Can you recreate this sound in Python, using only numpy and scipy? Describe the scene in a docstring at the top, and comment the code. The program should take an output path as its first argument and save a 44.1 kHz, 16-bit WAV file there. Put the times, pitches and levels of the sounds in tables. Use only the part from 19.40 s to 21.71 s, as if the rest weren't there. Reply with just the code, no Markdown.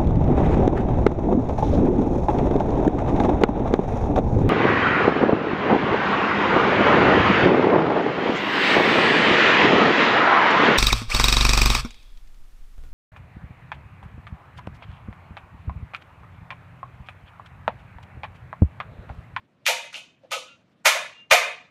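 """Dumbbell dial in a bare room

The selector dial of an adjustable dumbbell turns in its cradle, a few metres off in a bare, echoing room.
Each detent is a quick cluster of plastic-and-steel contacts: chattering noise that cracks and rings the body.
Faint tones with an octave above squeak between them; dull decaying sines thump through the floor.
The dial's echoes are dying noise; the recorder's noise suppressor shortens the quiet end of every echo.
A low, flickering background hush lies under it all, and the top of the treble is cut."""
import sys
import numpy as np
from scipy import signal
from scipy.fft import rfft, irfft
from scipy.io import wavfile
from scipy.ndimage import uniform_filter1d

SR = 44100
rng = np.random.default_rng(int(sys.argv[2]) if len(sys.argv) > 2 else 0)


def persist_wave(psi):
    """Save psi, clipped to +-1, as 16-bit WAV."""
    counts = np.round(np.clip(psi, -1, 1) * 32767).astype(np.int16)
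    wavfile.write(sys.argv[1], SR, np.atleast_2d(counts).T)


N = 101738  # length [samples]

# Contacts of plastic and steel at the dial: (time [s], strength at each of the four CONTACT_HZ [dB],
# ring of the body against the crack [dB], favoured mode [Hz])
CONTACTS = [(.258, -45, -33.5, -17, -29, -46.5, 2440), (.2655, -24.5, -7.5, -6, -9.5, -37.5, 2740),
            (.284, -12.5, -17.5, -25, -11.5, -26.5, 926), (.3, -26.5, -32.5, -18.5, -25, -35.5, 584),
            (.444, -45.5, -36, -38.5, -37.5, -18.5, 2050), (.53, -39.5, -22, -34, -34, -34.5, 2560),
            (.544, -32, -39.5, -18.5, -36, -30, 2760), (.566, -36.5, -31, -50, -30.5, -25, 1490),
            (.6, -40.5, -58, -59, -63, -26, 3100), (.835, -27, -55, -41.5, -70, -40.5, 530),
            (.911, -34.5, -34.5, -25, -34.5, -33, 2260), (.919, -20.5, -17.5, -21.5, -17, -26, 1285),
            (.926, -23, -40, -13, -29, -41.5, 530), (.955, -18, -41, -35, -30.5, -33, 530),
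            (1.451, -27.5, -14.5, -29, -18.5, -24, 1490), (1.458, -3.5, 2.5, -3, -2.5, -36, 2660),
            (1.464, -18.5, -12, -15, -11.5, -25.5, 3640), (1.55, -14.5, -32, -28.5, -23, -37, 708),
            (1.903, -60.5, -45, -30, -43.5, -42, 1990), (1.909, -28.5, -6, -64, -26, -29, 1285),
            (1.914, -1.5, 3, 0.5, -6.5, -35.5, 2370), (1.923, -5.5, -7.5, -16, -6, -27.5, 727)]
# Where each contact's four strengths apply: (frequency [Hz])
CONTACT_HZ = [650, 1400, 2700, 8000]
# Modes that plates and cradle ring with: (frequency [Hz], relative level [dB], time to fall 60 dB [s])
BODY_MODES = [(530, -2, .06), (624, -1, .05), (708, -1, .06), (926, -6, .15), (1285, -4, .07),
              (1490, -4, .05), (2050, -4, .05), (2280, -3, .04), (2440, -3, .05), (2560, -3, .05),
              (2860, -5, .04), (3050, -7, .06), (3280, -5, .07), (3640, -8, .04)]
# Colour of crack and ring as they radiate: (frequency [Hz], relative level [dB])
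RADIATION = [(60, -39.5), (300, -18), (420, -7), (520, 11), (800, 13.5), (1000, 8.5), (1800, 9.5),
             (2400, 15), (3500, 11), (5300, 5.5), (6500, 7.5), (8000, -1), (11000, -2.5), (16000, -9)]
# Squeaks of the mechanism: (start [s], rise [s], hold [s], pitch [Hz], level [dB], octave above pitch [dB])
SQUEAKS = [(1.06, .025, .055, 1385, -48, 0), (1.66, .13, .04, 1399, -66, 23)]
# Dull thumps through the floor: (time [s], level [dB])
THUMPS = [(.285, -46.5), (.93, -58), (1.457, -56.5), (1.914, -25.5)]
# Echo time of the room: (frequency [Hz], time to fall 60 dB [s])
ROOM_T60 = [(100, 0.41), (250, 1), (600, 0.44), (2000, 0.67), (5000, 0.38), (8000, 0.38), (12000, 0.44),
            (16000, 0.17)]
# Colour of the room's background: (frequency [Hz], relative level [dB per Hz])
HUSH_COLOUR = [(15, -59), (25, -37.5), (59, -27), (115, -5), (293, -10), (383, -18.5), (475, -11.5),
               (811, -22), (879, -20), (2700, -27.5), (15000, -60.5)]
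# Level under which the suppressor starts to cut: (frequency [Hz], level [dB per half octave])
GATE = [(200, -42.5), (700, -50.5), (2500, -33.5), (6000, -85.5), (14000, -35.5)]

# Tiny impacts swell up to each contact, then die
CHATTER_PER_S, CHATTER_SPREAD_DB = 2500, 4.5
CHATTER_LEAD_S, CHATTER_DECAY_S = 0.0016, 0.0015  # time constants
CRACK_DB, MODE_SPREAD_DB = 9, 2.5
# Modes away from the favoured one are struck less, down to a limit
FALL_DB_PER_OCTAVE, FALL_MOST_DB = 50, 13
SQUEAK_FALL_S, SQUEAK_WOBBLE = 0.03, 0.0015  # time constant; pitch spread as a fraction
THUMP_HZ, THUMP_DECAY_S = 120, 0.004
ROOM_DB, ROOM_BUILD_S = 7.5, 0.0081
EARLY_DB, EARLY_S = 13, 0.022  # extra level of the first echoes, and its fading time constant
HUSH_DB, HUSH_FLICKER_DB, HUSH_SWELL_DB = -63, 2, 2
GATE_SLOPE, GATE_SMOOTH_S = 0.63, 0.01  # dB of cut per dB of shortfall; level averaging time
CEILING = 1.3  # amplitude the rounded peaks approach
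CUTOFF_HZ = 16350


def detents():
    """Each contact's chatter drives a broad crack and the modes, struck a little differently every time."""
    size, lead = 16384, 1024  # samples per contact, and those ahead of it
    out = np.zeros(N)
    t = np.arange(size) / SR
    hz = np.arange(size // 2 + 1) * SR / size
    modes = np.array([rfft(from_db(db - 60 * t / t60) * np.sin(2 * np.pi * f * t))
                      for f, db, t60 in BODY_MODES])
    mode_hz = np.array(BODY_MODES)[:, 0]
    radiation = causal(np.log(from_db(CRACK_DB + at_hz(RADIATION, hz))))
    since = t - lead / SR
    shape = np.exp(np.where(since < 0, since / CHATTER_LEAD_S, -since / CHATTER_DECAY_S))
    for s, *strength, ring_db, favoured_hz in CONTACTS:
        impacts = rng.random(size) < CHATTER_PER_S / SR
        hits = impacts * from_db(CHATTER_SPREAD_DB * rng.standard_normal(size))
        hits = hits * rng.choice([-1, 1], size) * shape
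        colour = causal(np.log(from_db(at_hz(list(zip(CONTACT_HZ, strength)), hz))))
        octaves_away = np.abs(np.log2(mode_hz / favoured_hz))
        away_db = np.minimum(FALL_DB_PER_OCTAVE * octaves_away, FALL_MOST_DB)
        mode_db = ring_db - away_db + MODE_SPREAD_DB * rng.standard_normal(len(BODY_MODES))
        ring = from_db(mode_db) @ modes
        contact = even(hits, width_hz=210) * colour * radiation * (1 + ring)
        add(out, irfft(contact), s - lead / SR)
    return out


def squeaks():
    """A thin stick-slip tone and its octave swell, hold and die."""
    out, t = np.zeros(N), np.arange(N) / SR
    wobble = 1 + SQUEAK_WOBBLE * drift(33)
    for s, rise, hold, hz, db, octave_db in SQUEAKS:
        swell = np.clip((t - s) / rise, 0, 1) ** 2
        fall = np.exp(-np.maximum(t - s - rise - hold, 0) / SQUEAK_FALL_S)
        phase = 2 * np.pi * hz * np.cumsum(wobble) / SR
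        tone = np.sin(phase) + from_db(octave_db) * np.sin(2 * phase)
        out += from_db(db) * swell * fall * tone
    return out


def thumps():
    """Each thump is one damped low push."""
    out, t = np.zeros(N), np.arange(SR // 10) / SR
    push = np.sin(2 * np.pi * THUMP_HZ * t) * np.exp(-t / THUMP_DECAY_S)
    for s, db in THUMPS:
        add(out, from_db(db) * push, s)
    return out


def room(x):
    """Dense echoes build up fast and die band by band, the early ones stronger."""
    t, echo = np.arange(N) / SR, 0
    onset = (1 - np.exp(-t / ROOM_BUILD_S)) * from_db(EARLY_DB * np.exp(-t / EARLY_S))
    for hz, band in bands(rng.standard_normal(N)):
        echo = echo + band * onset * from_db(-60 * t / at_hz(ROOM_T60, hz))
    response = from_db(ROOM_DB) * irfft(even(echo, width_hz=75), N)
    return signal.fftconvolve(x, response)[:N]


def hush():
    """The room's background swells as a whole, most in the treble, and flickers band by band."""
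    noise = bands(rng.standard_normal(N))
    swell_db = HUSH_SWELL_DB * drift(5.4)
    background = np.zeros(N)
    for hz, band in noise:
        swell_share = min(hz / 1500, 1)
        level_db = at_hz(HUSH_COLOUR, hz) + swell_share * swell_db + HUSH_FLICKER_DB * drift(20)
        background += band * from_db(level_db)
    return from_db(HUSH_DB) * rms_one(background)


def suppress(x):
    """The noise suppressor turns each band down by a share of its shortfall under the gate."""
    out = np.zeros(N)
    for hz, band in bands(x):
        power = uniform_filter1d(band ** 2, int(GATE_SMOOTH_S * SR))
        level_db = 10 * np.log10(np.maximum(power, 1e-16))
        out += band * from_db(GATE_SLOPE * np.minimum(level_db - at_hz(GATE, hz), 0))
    return out


def from_db(db):
    """Decibels to gain."""
    return 10 ** (np.asarray(db) / 20)


def rms_one(x):
    """Scale to unit rms."""
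    return x / np.sqrt(np.mean(x ** 2) + 1e-20)


def at_hz(points, hz):
    """Read a table on a log-frequency axis."""
    table_hz, values = np.array(points)[:, 0], np.array(points)[:, 1]
    return np.interp(np.log(np.maximum(hz, 1)), np.log(table_hz), values)


def add(out, x, s):
    """Mix a sound in at a time in seconds."""
    i = int(s * SR)
    out[i:i + len(x)] += x[:N - i]


def drift(rate_hz):
    """Slow random wander of unit rms: noise through a two-pole low-pass."""
    r = np.exp(-2 * np.pi * rate_hz / SR)
    wander = signal.lfilter([1], [1, -2 * r, r * r], rng.standard_normal(N + SR))
    return rms_one(wander[SR:])  # the first second lets the filter settle


def bands(x):
    """Split into overlapping half-octave bands that sum back to the whole below 18 kHz: (centre Hz, band)."""
    spectrum = rfft(x)
    hz = np.arange(N // 2 + 1) * SR / N
    steps = 2 * np.log2(np.maximum(hz, 25) / 25)  # half octaves above 25 Hz
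    for k in range(20):
        weight = np.clip(1 - np.abs(steps - k), 0, 1)
        yield 25 * 2 ** (k / 2), irfft(spectrum * weight, N)


def causal(log_gain):
    """Minimum-phase response for a log magnitude, by folding its cepstrum."""
    cepstrum = irfft(log_gain)
    half = len(cepstrum) // 2
    cepstrum[1:half] *= 2
    cepstrum[half + 1:] = 0
    return np.exp(rfft(cepstrum))


def even(x, width_hz):
    """Spectrum of a random burst, levelled to unit height on average over a width."""
    spectrum = rfft(x)
    power = uniform_filter1d(np.abs(spectrum) ** 2, int(width_hz * len(x) / SR))
    return spectrum / np.sqrt(power + 1e-20)


def scene():
    """The dial with its room echo, and the thumps and squeaks without any."""
    dial = detents()
    return (dial + room(dial) + thumps() + squeaks())[None]


def record(dry):
    """Suppress the scene, add the background after it, round the peaks and cut the top."""
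    x = suppress(dry[0]) + hush()
    rounded = CEILING * np.tanh(x / CEILING)
    low_pass = signal.cheby2(12, 70, CUTOFF_HZ, fs=SR, output="sos")
    return signal.sosfilt(low_pass, rounded)[None]


dry = scene()
out = record(dry)
persist_wave(out)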